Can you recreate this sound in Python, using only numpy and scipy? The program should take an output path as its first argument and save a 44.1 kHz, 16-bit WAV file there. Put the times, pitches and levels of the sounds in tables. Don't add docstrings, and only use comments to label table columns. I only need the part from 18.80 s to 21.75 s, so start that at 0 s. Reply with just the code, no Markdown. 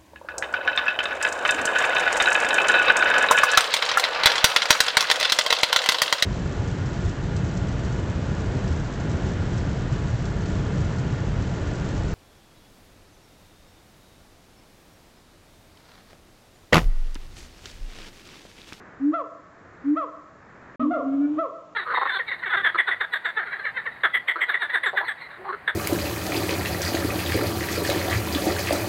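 import sys
import numpy as np
from scipy import signal
from scipy.fft import rfft, irfft
from scipy.io import wavfile
from scipy.ndimage import uniform_filter1d

SR = 44100
rng = np.random.default_rng(int(sys.argv[2]) if len(sys.argv) > 2 else 0)


def master(y):
    cut = np.clip(np.atleast_2d(y).T, -1, 1)
    pcm = np.round(cut * 32767)
    wavfile.write(sys.argv[1], SR, pcm.astype(np.int16))


N = 130095
TIME = np.arange(N) / SR

# (frequency [Hz], relative spectral density [dB])
FIRST_BACKGROUND = [(25, -8), (70, 2), (140, 3), (300, 3), (480, 0), (640, -1), (830, -3), (1250, -1),
                    (1750, -1), (2300, -12.5), (3000, -25), (4200, -30), (7000, -50.5)]
SECOND_BACKGROUND = [(25, -8), (70, -3), (140, 7.5), (300, 3), (480, 5), (830, 0), (1250, -0.5),
                     (1750, -10), (2400, -13.5), (3600, -18.5), (4700, -36), (7000, -43.5)]
# (onset [s], duration [s], starting pitch [Hz], final pitch [Hz], level [dB])
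SHORT_HOOTS = [(0.196, 0.14, 262.4, 316.5, -14), (1.038, 0.13, 268.8, 315.5, -12.5),
               (1.963, 0.176, 245, 254.2, -19), (2.009, 0.11, 274, 316.1, -8.5)]
# (time [s], pitch [Hz], level [dB])
LONG_HOOT_CONTOUR = [(2.14, 258, -49), (2.17, 262.4, -22), (2.222, 266.8, -24), (2.243, 268, -18.5),
                     (2.275, 270.8, -9.5), (2.305, 269.8, -11.5), (2.345, 276.4, -8), (2.372, 277.4, -16.5),
                     (2.41, 285.4, -11), (2.455, 288.8, -7), (2.495, 293.3, -15), (2.525, 302.8, -14),
                     (2.555, 302.4, -15), (2.578, 313, -15), (2.595, 323.2, -10.5), (2.614, 344, -21),
                     (2.641, 322, -61.5)]
# (harmonic number [-], level re fundamental [dB])
SAC_HARMONICS = [(2, -32.5), (5, -31.5), (6, -42), (8, -43)]
# (delay [s], level [dB])
FIRST_REFLECTIONS = [(.031, -18), (0.046, -11.5), (.105, -23), (.17, -25)]
SECOND_REFLECTIONS = [(.029, -10.5), (.062, -16.5), (.148, -19.5)]
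# (frequency [Hz], gain [dB])
TAIL_SPECTRUM = [(150, -18.5), (300, -6), (450, -6), (650, 0.5), (1300, -4), (2000, -5.5), (4000, -1.5),
                 (8000, -7)]
# (time of apex [s], apex pitch [Hz], gain [dB], overtone gain [dB], time stretch [-])
BARK_EVENTS = [(0.357, 682.5, -9, -2, 1.0), (1.187, 667.5, -12.5, 1.5, 0.97),
               (2.016, 645.5, -25.5, 0.5, 0.87), (2.043, 606.6, -29, -2.5, 0.75),
               (2.124, 723.4, -1.5, -15.5, 0.78), (2.154, 708, -6.5, -7.5, .9),
               (2.605, 671.2, -1, -5.5, 0.93)]
# (unstretched time from apex [s], fraction of apex pitch [-],
# gain [dB], gain above the second harmonic [dB], rasp gain [dB])
BARK_ARCH = [(-.04, .78, -39, -2, 9.5), (-.029, .84, -22.5, -0.5, 7.5), (-.016, .96, 2, 2, -3),
             (-.006, .993, 6, -3.5, -12), (.005, .997, 4, -1, -18.5), (.018, .96, 2.5, -5, -8.5),
             (.038, .87, -2, -2.5, -7.5), (0.061, .775, -4, -9, 0), (0.072, 0.687, -12.5, -13.5, -4.5),
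             (.1, .58, -22, -5, 1)]
# (frequency [Hz], gain [dB])
MOUTH_RESPONSE = [(300, -14), (450, -5), (660, -11), (830, -29), (1060, 0), (1360, -7), (1600, -27.5),
                  (2020, -27), (2350, -31.5), (2700, -37), (3350, -39.5), (3900, -47.5), (4800, -57.5),
                  (6500, -65)]

HOOT_ATTACK_S, HOOT_RELEASE_S, HOOT_JITTER, FULL_EFFORT_DB = 0.071, 0.025, 0.0026, -8.5
ECHO_LOW_CUT_HZ, TAIL_T60_S, TAIL_BUILD_S = 325, 0.79, 0.01
RASP_BASE_DB, RASP_HZ, BARK_JITTER = -27, 357, 0.011
SAC_RING_HZ, SAC_RING_DB, SAC_RING_BASE_S = 315, -16.5, 0.022
LIMIT_DB, LIMIT_RELEASE_DB_PER_S, LIMIT_ATTACK_S, LIMIT_AHEAD_S = -15.5, 16, 0.012, 0.0096
LIMIT_TREBLE_DB, LIMIT_TREBLE_HZ = 5.5, 782
HISS_DB, WHINE_HZ, WHINE_DB, CUTOFF_HZ = -66.5, 6667, -85.5, 7550
SILENCE_FROM_S, SILENCE_TO_S, SILENCE_FADE_S = 1.9595, 1.995, 0.002


def from_db(db):
    return 10 ** (np.asarray(db) / 20)


def unit_rms(x):
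    return x / np.sqrt(np.mean(x ** 2) + 1e-20)


def response_db(spectrum, hz):
    knots_hz, db = np.transpose(spectrum)
    return np.interp(np.log(np.maximum(hz, 1)), np.log(knots_hz), db)


def drift(corner_hz):
    pole = np.exp(-2 * np.pi * corner_hz / SR)
    wander = signal.lfilter([1], [1, -2 * pole, pole * pole], rng.standard_normal(N + SR))
    return unit_rms(wander[SR:])


def coloured_noise(samples, spectrum):
    gain = from_db(response_db(spectrum, np.fft.rfftfreq(samples, 1 / SR)))
    return irfft(rfft(rng.standard_normal(samples)) * gain, samples)


def high_pass(x, hz):
    return signal.sosfilt(signal.butter(2, hz, "high", fs=SR, output="sos"), x)


def outdoor_background(spectrum, level_db):
    noise = unit_rms(coloured_noise(N, spectrum))
    sway_db = 0.7 * drift(corner_hz=1)
    return noise * from_db(level_db + sway_db)


def throat_sac(hz, gain, effort=0):
    phase = 2 * np.pi * np.cumsum(hz * (1 + HOOT_JITTER * drift(corner_hz=40))) / SR
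    overtones = sum(from_db(db) * np.sin(k * phase) for k, db in SAC_HARMONICS)
    return gain * (np.sin(phase) + overtones * effort ** 2)


def short_hoots():
    out = np.zeros(N)
    for onset, duration, from_hz, to_hz, level_db in SHORT_HOOTS:
        age = TIME - onset
        swell = np.clip(age / HOOT_ATTACK_S, 0, 1) * np.clip((duration - age) / HOOT_RELEASE_S, 0, 1)
        hz = np.interp(age, [0, duration], [from_hz, to_hz])
        out += throat_sac(hz, from_db(level_db) * swell ** 0.98)
    return out


def enclosure(calls, reflections, tail_db):
    thinned = high_pass(calls, ECHO_LOW_CUT_HZ)
    echoes = sum(from_db(db) * np.interp(TIME - delay, TIME, thinned, left=0)
                 for delay, db in reflections)
    age = TIME[:SR]
    decay = from_db(-60 * age / TAIL_T60_S) * (1 - np.exp(-age / TAIL_BUILD_S))
    tail = coloured_noise(SR, TAIL_SPECTRUM) * decay / np.sqrt(np.sum(decay ** 2))
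    return calls + echoes + from_db(tail_db) * signal.fftconvolve(calls, tail)[:N]


def barks():
    out = np.zeros(N)
    arch_s, *contours = np.transpose(BARK_ARCH)
    jitter = 1 + BARK_JITTER * drift(corner_hz=150)
    phase_rasp, amplitude_rasp = drift(RASP_HZ), drift(RASP_HZ)
    for apex_s, apex_hz, gain_db, overtone_db, stretch in BARK_EVENTS:
        from_apex = (TIME - apex_s) / stretch
        on = (from_apex > arch_s[0]) & (from_apex < arch_s[-1])
        fraction, arch_db, upper_db, rasp_db = (np.interp(from_apex[on], arch_s, c) for c in contours)
        hz = apex_hz * uniform_filter1d(fraction, size=400) * jitter[on]
        rasp_depth = from_db(RASP_BASE_DB + rasp_db)
        phase = 2 * np.pi * np.cumsum(hz) / SR + rasp_depth * phase_rasp[on]
        voice = 0
        for k in range(1, 10):
            harmonic_db = response_db(MOUTH_RESPONSE, k * hz) + overtone_db * (k > 1) + upper_db * (k > 2)
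            voice += from_db(harmonic_db) * np.sin(k * phase)
        out[on] += voice * (1 + rasp_depth * amplitude_rasp[on]) * from_db(gain_db + arch_db)
        hum_window = np.cos(np.pi / 2 * np.clip(from_apex / (2 * SAC_RING_BASE_S), -1, 1)) ** 2
        hum = np.sin(2 * np.pi * SAC_RING_HZ * (TIME - apex_s))
        out += from_db(gain_db + SAC_RING_DB) * hum_window * hum
    return out


def long_hoot():
    times, hz, db = np.transpose(LONG_HOOT_CONTOUR)
    gain = from_db(np.interp(TIME, times, db)) * (TIME > times[0]) * (TIME < times[-1])
    return throat_sac(np.interp(TIME, times, hz), gain, effort=gain / from_db(FULL_EFFORT_DB))


def scene():
    calls = long_hoot() + short_hoots() + barks()
    first = enclosure(calls, FIRST_REFLECTIONS, tail_db=-7.5)
    first += outdoor_background(FIRST_BACKGROUND, level_db=-46)
    second = enclosure(calls, SECOND_REFLECTIONS, tail_db=-5)
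    second += outdoor_background(SECOND_BACKGROUND, level_db=-40)
    return np.where(TIME < SILENCE_FROM_S, first, second)[None]


def limiter(x):
    treble = from_db(LIMIT_TREBLE_DB) * high_pass(x, LIMIT_TREBLE_HZ)
    sensed = np.maximum(np.abs(x), np.abs(treble))
    excess_db = np.maximum(20 * np.log10(sensed + 1e-9) - LIMIT_DB, 0)
    release_db = LIMIT_RELEASE_DB_PER_S * TIME
    held_db = np.maximum.accumulate(excess_db + release_db, axis=-1) - release_db
    ahead_db = np.interp(TIME + LIMIT_AHEAD_S, TIME, held_db[0])
    pole = np.exp(-1 / (LIMIT_ATTACK_S * SR))
    reduction_db = signal.lfilter([1 - pole], [1, -pole], ahead_db)
    return x * from_db(-reduction_db)


def record(dry):
    hiss = from_db(HISS_DB) * rng.standard_normal(N)
    whine = from_db(WHINE_DB) * np.sin(2 * np.pi * WHINE_HZ * TIME)
    gate = np.clip(np.maximum(SILENCE_FROM_S - TIME, TIME - SILENCE_TO_S) / SILENCE_FADE_S, 0, 1)
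    low_pass = signal.ellip(8, .3, 70, CUTOFF_HZ, fs=SR, output="sos")
    return signal.sosfilt(low_pass, (limiter(dry) + hiss + whine) * gate)


dry = scene()
out = record(dry)
master(out)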